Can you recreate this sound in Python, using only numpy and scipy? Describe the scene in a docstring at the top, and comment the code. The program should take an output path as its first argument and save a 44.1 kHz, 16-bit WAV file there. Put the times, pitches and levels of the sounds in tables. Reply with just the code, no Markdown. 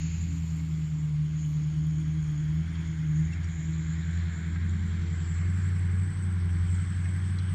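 """An eight-cylinder turbo engine pulls a harrow over a dry field, some way off, and turns side-on.
Exhaust: drifting firing tones, eighth orders and gas noise. Turbo: blade tones swinging with each firing.
Fan roar swells over rumble and soil hiss, all shaped noise; wind, air and hums are noise bands.
Near by, grit ticks underfoot, metal chinks and a squeak are short decaying or swelling tones and puffs."""
import sys
import numpy as np
from scipy import signal
from scipy.io import wavfile
from scipy.ndimage import uniform_filter1d, map_coordinates

SR = 44100
rng = np.random.default_rng(int(sys.argv[2]) if len(sys.argv) > 2 else 0)


def boost_factor(decibels):
    """Convert a level in decibels to a linear amplitude factor."""
    exponent = np.asarray(decibels, float) / 20
    return 10 ** exponent


def inscribe(sig):
    """Save sig as 16-bit PCM at rate SR to the path in sys.argv[1].

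    A 1-D sig is mono; a 2-D sig holds one channel per row.
    Samples are clipped to [-1, 1] before scaling.
    """
    pcm = np.round(np.clip(np.atleast_2d(sig).T, -1, 1) * 32767)
    wavfile.write(sys.argv[1], SR, pcm.astype(np.int16))


N = 332514

# Spectral shapes set relative levels only: noise() scales each to rms 1.
# lumpy low air: t/s, level/dB
WIND_LEVEL = [(0, -52), (.6, -57.5), (2, -50.5), (4.5, -55.5), (5.3, -49.5), (6.2, -53), (6.7, -42.5),
              (7.54, -58)]
# shape of the lumps: f/Hz, level/dB
WIND_SHAPE = [(12, -39.5), (28, -17), (48, 0), (62, 1), (80, -31.5), (200, -84.0)]
# hiss around 9 kHz: t/s, level/dB
AIR_LOW_LEVEL = [(0, -106), (.3, -75), (3.4, -75), (3.7, -78), (4.9, -73.5), (5.25, -84), (5.55, -65.5),
                 (6.1, -75), (7.54, -85.5)]
# shapes of the two air bands: f/Hz, level/dB
AIR_LOW_SHAPE = [(6500, -35.5), (7400, 1.5), (9500, -4.5), (10300, -11.5), (11200, -42.0)]
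AIR_HIGH_SHAPE = [(9000, -39), (10300, -6.5), (13000, -2.0), (15500, -12.0), (16000, -59.5)]
# flares of the upper hiss: centre t/s, level/dB, half width/s
AIR_FLARES = [(.45, -78.5, 0.4), (1.509, -75.5, .05), (2.55, -79, .015), (7.17, -77.5, .015)]
# wavering hums at fixed pitch: f/Hz, width/Hz
HUM_BANDS = [(204, 4.3), (275.8, 5.7), (325, 8), (380, 8), (452, 6.5)]
# their levels: t/s, then level/dB of each hum in that order
HUM_LEVELS = [(0, -53.5, -55, -62.5, -78.5, -78), (1.6, -63, -59, -70.5, -77.5, -76),
              (2.5, -61, -53.5, -71, -75, -76), (3.6, -59, -60, -67.5, -71, -74.5),
              (4.6, -49, -53.5, -70, -66.5, -70), (5.1, -47.5, -64, -62.5, -63.5, -68.5),
              (5.6, -54.5, -59, -64, -64, -70), (6.2, -51, -68, -54.5, -63, -75),
              (6.9, -56, -64, -66, -65.5, -73), (7.54, -51, -65.5, -63, -65, -77)]
# engine-bay rumble shape: f/Hz, level/dB
RUMBLE_SHAPE = [(240, -32), (400, 0.5), (415, -3), (451, -3.5), (554, -6), (704, -4), (854, -2.5),
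                (1200, -2), (1560, -29), (2640, -120)]
# soil hiss shape: f/Hz, level/dB
SOIL_SHAPE = [(710, -38.5), (1200, -5), (1580, -6.5), (1770, -7), (2180, 0), (2650, -7), (3280, -7),
              (3720, -11), (4480, -9), (5010, -15), (5330, -11), (6000, -13.5), (6300, -13.5),
              (8190, -36.5), (13900, -120)]
# drifting lifted band of the soil hiss, perhaps ground reflection: t/s, f/Hz, lift/dB, half width/Hz
GROUND_LIFT = [(0, 3440, -1, 604), (1.8, 3160, 5, 302), (2.1, 3270, 7.5, 201), (2.8, 3320, 6, 250),
               (3.3, 3510, 4, 552), (4.1, 3730, 8, 620), (4.75, 3700, 6.5, 616), (5.4, 3302, 1.5, 500),
               (6.2, 3310, 2, 402), (7.54, 3300, 5, 400)]
# brighter rush, shape: f/Hz, level/dB
GUST_SHAPE = [(880, -36), (1500, -10), (2070, -5), (2530, -1), (3500, -12.5), (4370, -7.5), (5170, -14.5),
              (6300, -17.5), (8190, -56), (13900, -120)]
# fan roar shape before tilt: f/Hz, level/dB
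FAN_SHAPE = [(590, -48), (1000, -9.5), (1070, -10), (1200, -8), (1620, 2.5), (1810, -2), (2180, -2),
             (2520, -16), (2710, -29), (2800, -22.5), (3640, -49.5), (6160, -120)]
# fan roar, swelling as the vehicle turns side-on, then dulling: t/s, level/dB, tilt/(dB per octave)
FAN_ROAR = [(0, -63, -8), (1.5, -63, 2), (2, -59, -3), (2.8, -51.5, 3.5), (3.1, -54, 6), (3.35, -49, 7),
            (3.7, -52.5, 7), (4.18, -48, 6.5), (5.28, -49.5, -3.5), (5.42, -48, 2.5), (6.05, -48.5, -0.5),
            (6.25, -50.5, -6), (7.2, -49, -4), (7.54, -51, -7)]
# loudest grit ticks: t/s, level/dB, f/Hz
GRIT_TICKS = [(0.5656, -57, 9080), (1.6688, -63, 9500), (1.868, -56, 10850), (2.0057, -57.5, 9000),
              (2.0792, -59, 9420), (2.3126, -60, 10940), (2.455, -61, 9580), (2.5443, -63.5, 9300),
              (5.5676, -59, 9140), (6.8209, -66, 12730), (7.1654, -63, 9120), (7.4874, -61.5, 9300)]
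# squeak partials: centre t/s, f/Hz, level/dB
SQUEAK_PARTIALS = [(3.332, 2684, -45), (3.338, 5460, -52), (3.338, 8100, -61)]
# metal chinks: t/s, level before trim/dB, t60/s, f/Hz
METAL_CHINKS = [(2.7541, -38.5, 0.023, 3210), (2.8115, -42, .015, 3320), (3.443, -43.5, 0.035, 5630),
                (4.559, -33, 0.053, 1640), (7.055, -34, 0.039, 1803), (7.386, -36.5, .04, 4060)]
# modes of a chink: factor on f, level/dB
CHINK_MODES = [(.82, -2), (1, 4), (1.17, -3), (1.38, -3.5), (1.53, -9.5)]
# turbo whistle, first wheel's centre pitch: t/s, f/Hz, level/dB
TURBO_WHISTLE = [(0, 6785, -47.5), (.25, 6950, -55.5), (.8, 7120, -61), (1.2, 6867, -65.5),
                 (1.41, 6793, -54), (1.5, 6800, -60.5), (2.45, 6767, -62.5), (2.8, 6887, -61.5),
                 (3.05, 6790, -63), (3.19, 6754, -56), (3.4, 6950, -64), (3.65, 7030, -54),
                 (4.2, 7054, -59), (4.98, 7286, -63), (5.31, 7430, -55), (5.45, 7510, -60.5),
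                 (5.8, 7820, -58.5), (6.22, 8110, -57.5), (6.4, 8050, -63.5), (6.68, 7950, -56),
                 (7.54, 8220, -59)]
# engine bogging down in heavy soil and surging free: t/s, firing rate/Hz, effort/dB
ENGINE_RUN = [(0, 79.85, -2), (.2, 83.55, 1), (.55, 80.35, -1), (.9, 77.6, -2.5), (1.17, 75.26, 0.5),
              (1.37, 77.74, -2), (1.52, 75.5, -1), (1.8, 77.3, -1), (2.17, 78.23, 0), (2.35, 75, -2),
              (2.6, 78.95, 2), (2.65, 82.54, -1.5), (2.85, 81.1, -1), (2.99, 78.7, -3.5), (3.12, 76.33, 2),
              (3.25, 79.26, 2), (3.31, 82.93, -1.5), (3.45, 85.16, -1.5), (3.53, 82.45, -2),
              (3.6, 79.3, -3.5), (3.7, 79.95, -0.5), (3.9, 80.1, -1), (4.2, 85.3, 1.5), (4.4, 82, -3),
              (4.52, 83.62, 1), (4.65, 86.63, -1), (5.33, 84.64, -1), (5.45, 89, 0), (5.62, 92.03, 0),
              (5.9, 89.16, 0.5), (6.02, 92.56, 2), (6.12, 93.8, -5.5), (6.26, 91.5, -0.5),
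              (6.52, 87.14, 0.5), (6.78, 90.43, 1), (6.9, 90.96, -4), (7.02, 90.2, -0.5), (7.15, 91.74, -1),
              (7.54, 91.85, -1)]
# pipe response to cylinder unevenness and gas noise: f/Hz, level/dB (relative)
PIPE_RESPONSE = [(30, -68.5), (65, -46.5), (110, -40), (137, -43), (153, -31.5), (170, -45), (188, -49),
                 (206, -49.5), (228, -59.5), (255, -63), (277, -56), (295, -58), (325, -58), (380, -66.5),
                 (420, -75.5), (455, -69), (520, -90)]
# pipe response to firing tone and 2nd multiple, before effort: f/Hz, level/dB rms
PIPE_BOOM = [(75, -41.5), (79, -35), (83, -32), (87, -26.5), (94, -27.5), (150, -27), (157, -28),
             (161, -31), (166, -37), (172, -40.5), (188, -42.5)]
# 4th multiple when the 2nd stands at -27.5 dB: t/s, level/dB
FOURTH_LEVEL = [(0, -64), (1.5, -61), (1.9, -51), (2.5, -53.5), (3.3, -54.5), (3.8, -52.5), (4.4, -53),
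                (7.54, -54.5)]


def evened(x):
    """Scale to rms 1."""
    return x / np.sqrt(np.mean(x ** 2) + 1e-20)


def read(points, hz):
    """Interpolate a spectral table over log frequency."""
    f, value = np.transpose(points)
    return np.interp(np.log(hz + 1), np.log(f + 1), value)


def curves(rows, t=None):
    """Columns of a timed table, read per sample or at times t."""
    s, *columns = np.transpose(rows)
    at = np.arange(N) / SR if t is None else t
    return [np.interp(at, s, c) for c in columns]


def add(mix, s, sound):
    """Add sound to mix in place from time s."""
    part = mix[max(round(s * SR), 0):][:len(sound)]
    part += sound[:len(part)]


def drift(hz):
    """Slow random curve of rms near 1, up to about hz."""
    knots = rng.standard_normal(4000)
    step = SR / np.clip(hz, .1, 250) / 2
    return map_coordinates(knots, [np.arange(N) / step], order=3)


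def noise(shape_db, size, patchy_db):
    """Random short-time spectra under shape_db(f, t), with drifting patches, at rms 1."""
    hop = size // 4
    t = np.arange(N // hop + 5) * hop / SR
    hz = np.fft.rfftfreq(size, 1 / SR)[:, None]
    a, b, patches = rng.standard_normal((len(t), len(hz), 3)).T
    patches = uniform_filter1d(patches, size=8, axis=0)
    patches = evened(uniform_filter1d(patches, size=10, axis=1))
    z = (a + 1j * b) * boost_factor(shape_db(hz, t) + patchy_db * patches)
    return evened(signal.istft(z, nperseg=size, noverlap=size - hop)[1][:N])


def firing_turns():
    """Firing phase in cycles: the running integral of firing rate."""
    return np.cumsum(curves(ENGINE_RUN)[0]) / SR


def wind():
    """Low lumps of air: noise mostly at 30-80 Hz, wavering in level."""
    lumps = noise(lambda f, t: read(WIND_SHAPE, f), 8192, patchy_db=1.0)
    return boost_factor(curves(WIND_LEVEL)[0] + 2.2 * drift(2.5)) * lumps


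def air():
    """Faint high hiss in two noise bands; the upper one flares now and then."""
    low = noise(lambda f, t: read(AIR_LOW_SHAPE, f), 256, patchy_db=3.0)
    high = noise(lambda f, t: read(AIR_HIGH_SHAPE, f), 256, patchy_db=2.0)
    t = np.arange(N) / SR
    flares = sum(boost_factor(db) * np.exp(-((t - s) / half_s) ** 2) for s, db, half_s in AIR_FLARES)
    steady_db = -84.5
    return boost_factor(curves(AIR_LOW_LEVEL)[0]) * low + (boost_factor(steady_db) + flares) * high


def hums():
    """Narrow noise bands whose pitch stays put while engine speed moves."""
    waver_db, waver_hz = 1.5, 3.2
    out = 0
    for (hz, width_hz), db in zip(HUM_BANDS, curves(HUM_LEVELS)):
        band = noise(lambda f, _: -20 * np.log10(1 + ((f - hz) / width_hz * 2) ** 2), 16384, patchy_db=2)
        out = out + boost_factor(db + waver_db * drift(waver_hz)) * band
    return out


def rumble(faster_hz):
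    """Engine-bay noise, growing with speed and as the vehicle comes nearer."""
    start_db, db_per_hz, db_per_s = -64, 0.0966, 0.29
    band = noise(lambda f, t: read(RUMBLE_SHAPE, f), 2048, patchy_db=1.5)
    return boost_factor(start_db + db_per_hz * faster_hz + db_per_s * np.arange(N) / SR) * band


def soil(faster_hz):
    """Hiss of discs in soil: noise with a drifting lifted band, growing with speed."""
    def shape_db(f, t):
        hz, lift_db, half_hz = curves(GROUND_LIFT, t)
        return read(SOIL_SHAPE, f) + lift_db * np.exp(-((f - hz) / half_hz) ** 4)
    level_db, db_per_hz = -58, 0.1976
    hiss = noise(shape_db, 512, patchy_db=1.5)
    return boost_factor(level_db + db_per_hz * faster_hz + 0.82 * drift(1.377)) * hiss


def gust():
    """A brighter noise rush, decaying exponentially from the start."""
    start_db, t60_s = -51, 2.7
    band = noise(lambda f, t: read(GUST_SHAPE, f), 512, patchy_db=0.0)
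    return boost_factor(start_db - 60 * np.arange(N) / SR / t60_s) * band


def fan():
    """Fan roar: broadband noise whose spectral tilt pivots at 1700 Hz."""
    def shape_db(f, t):
        return read(FAN_SHAPE, f) + curves(FAN_ROAR, t)[1] * np.log2((f + 1) / 1700)
    return boost_factor(curves(FAN_ROAR)[0]) * noise(shape_db, 1024, patchy_db=1.3)


def rush():
    """Rumble, fan roar and soil hiss, faintly pumped by the firings, plus the gust."""
    faster_hz = curves(ENGINE_RUN)[0] - 80
    pump = 1 + 0.052 * np.cos(2 * np.pi * firing_turns())
    return pump * (rumble(faster_hz) + fan() + soil(faster_hz)) + gust()


def faint_grit():
    """Sparse random ticks: decaying tones at 8.3 and 9.1 kHz, a few larger."""
    ticks_per_s, level_db, t60_s = 14, -68.5, .008
    t = np.arange(400) / SR
    size = boost_factor(4.5 * np.minimum(rng.exponential(1, N), 3))
    hits = size * (rng.random(N) < ticks_per_s / SR)
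    tones = np.sin(2 * np.pi * 8300 * t) + 0.65 * np.sin(2 * np.pi * 9100 * t)
    return boost_factor(level_db) * signal.oaconvolve(hits, boost_factor(-60 * t / t60_s) * tones)[:N]


def grit():
    """Louder ticks: smoothed noise puffs shifted up to a bright carrier, decaying fast."""
    t60_s, attack_s = 0.022, .0012
    out, t = np.zeros(N), np.arange(600) / SR
    for (s, db, hz), puff in zip(GRIT_TICKS, rng.standard_normal((len(GRIT_TICKS), 600))):
        smooth = uniform_filter1d(uniform_filter1d(puff, size=7), size=7)
        band = evened(smooth) * np.cos(2 * np.pi * hz * t)
        add(out, s, boost_factor(db - 60 * t / t60_s) * band * np.minimum(t / attack_s, 1))
    return out


def squeak():
    """One squeak: tone and overtones under a Gaussian swell."""
    out, t = np.zeros(N), np.arange(4000) / SR
    for s, hz, db in SQUEAK_PARTIALS:
        swell = np.exp(-((t - .02) / 0.0048) ** 2)
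        add(out, s - .02, boost_factor(db) * swell * np.sin(2 * np.pi * hz * t))
    return out


def chinks():
    """Metal chinks: inharmonic modes ringing down together."""
    trim_db, attack_s = -8.5, 0.00078
    out, t = np.zeros(N), np.arange(4000) / SR
    for s, db, t60_s, hz in METAL_CHINKS:
        ring = sum(boost_factor(m_db) * np.sin(2 * np.pi * hz * m * t) for m, m_db in CHINK_MODES)
        add(out, s, boost_factor(db + trim_db - 60 * t / t60_s) * ring * np.minimum(t / attack_s, 1))
    return out


def whoosh():
    """Intake air noise, a band just under the whistle pitch."""
    def shape_db(f, t):
        return -9.0 * ((f - 0.945 * curves(TURBO_WHISTLE, t)[0]) / 900) ** 2
    return noise(shape_db, 512, patchy_db=4.5)


def shaft(whistle_hz):
    """Faint tone once per turn of the ten-bladed turbo wheel, following the roar level."""
    level_db, blades = -71, 10  # level when the roar stands at -50 dB
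    gain = boost_factor(level_db + .4 * (curves(FAN_ROAR)[0] + 50) + 3 * drift(4))
    turns = np.cumsum(whistle_hz) / SR / blades + .17 * drift(12)
    return gain * np.cos(2 * np.pi * turns)


def turbo():
    """Two turbo wheels; each exhaust pulse kicks them, so the blade tones swing once a firing."""
    hz, level_db = curves(TURBO_WHISTLE)
    depth_hz = 318 + 0.051 * (hz - 7000)
    rough = np.clip(.05 + 0.14 * (hz - 7000) / 1000, 0, 1)  # swing frays as the whistle climbs
    turns = firing_turns()
    blade_tones = 0
    for detune, lag_rad, share_db in ((1.0, 0, -7), (1.015, 2.5, -11)):
        swing = np.cos(2 * np.pi * turns + lag_rad) + 0.19 * np.cos(4 * np.pi * turns + 0.78)
        pitch_hz = detune * hz + depth_hz * (swing + rough * drift(180))
        flutter_db = share_db + 3.85 * drift(240) + 2.02 * drift(15)
        blade_tones = blade_tones + boost_factor(flutter_db) * np.cos(2 * np.pi * np.cumsum(pitch_hz) / SR)
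    whoosh_db = -12.5  # relative to the blade tones
    whistle = evened(blade_tones) + boost_factor(whoosh_db) * whoosh()
    return boost_factor(level_db + 1.3 * drift(5)) * whistle + shaft(hz)


def firing_tones(hz, effort_db):
    """Firing rate and its 2nd and 4th multiples; the 2nd booms when the engine bogs down."""
    second_db = read(PIPE_BOOM, 2 * hz) + effort_db
    fourth_db = curves(FOURTH_LEVEL)[0] + .8 * (second_db + 27.5)
    first_db = read(PIPE_BOOM, hz) + effort_db
    turns = firing_turns() + 0.006 * drift(25)
    # multiple, level/dB, lag/rad, waver/dB, phase fray/cycles
    voices = ((1, first_db, 0, .5, 0), (2, second_db, 1.7, .9, 0.012), (4, fourth_db, 0, 3.5, 0.1))
    tones = 0
    for k, db, lag_rad, waver_db, fray in voices:
        phase = 2 * np.pi * (k * turns + fray * drift(15)) + lag_rad
        tones = tones + boost_factor(db + waver_db * drift(12)) * np.cos(phase)
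    return np.sqrt(2) * tones, turns


def lope(hz, turns):
    """Eighth orders from unequal cylinders and gas noise through the pipe, growing with speed."""
    level_db, db_per_hz, gas_db = -41.5, 0.37, -8.5  # level at 79.5 firings/s; gas relative to orders
    orders = 0
    for k in set(range(2, 48)) - {8, 16, 32}:
        wander = rng.random() + .0001 * k ** 2 * drift(12)  # higher orders lose step sooner
        gain = boost_factor(read(PIPE_RESPONSE, hz * k / 8) + 2.0 * drift(1.2))
        orders = orders + gain * np.cos(2 * np.pi * (k / 8 * turns + wander))
    gas = noise(lambda f, t: read(PIPE_RESPONSE, f) - 60 * (f > 600), 8192, patchy_db=2.0)
    return boost_factor(level_db + db_per_hz * (hz - 79.5)) * (evened(orders) + boost_factor(gas_db) * gas)


def exhaust():
    """Exhaust drone: firing tones plus the lope, locked to one firing phase."""
    hz, effort_db = curves(ENGINE_RUN)
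    tones, turns = firing_tones(hz, effort_db)
    return tones + lope(hz, turns)


def scene():
    """Sum of all layers, one channel."""
    background = wind() + air() + hums() + rush()
    near = faint_grit() + grit() + squeak() + chinks()
    return (background + near + turbo() + exhaust())[None]


def band_limit(x):
    """A steep low-pass at the top of the band."""
    return signal.sosfilt(signal.butter(12, 15700, fs=SR, output="sos"), x)


def record(dry):
    """Finish the mix."""
    return band_limit(dry)


dry = scene()
out = record(dry)
inscribe(out)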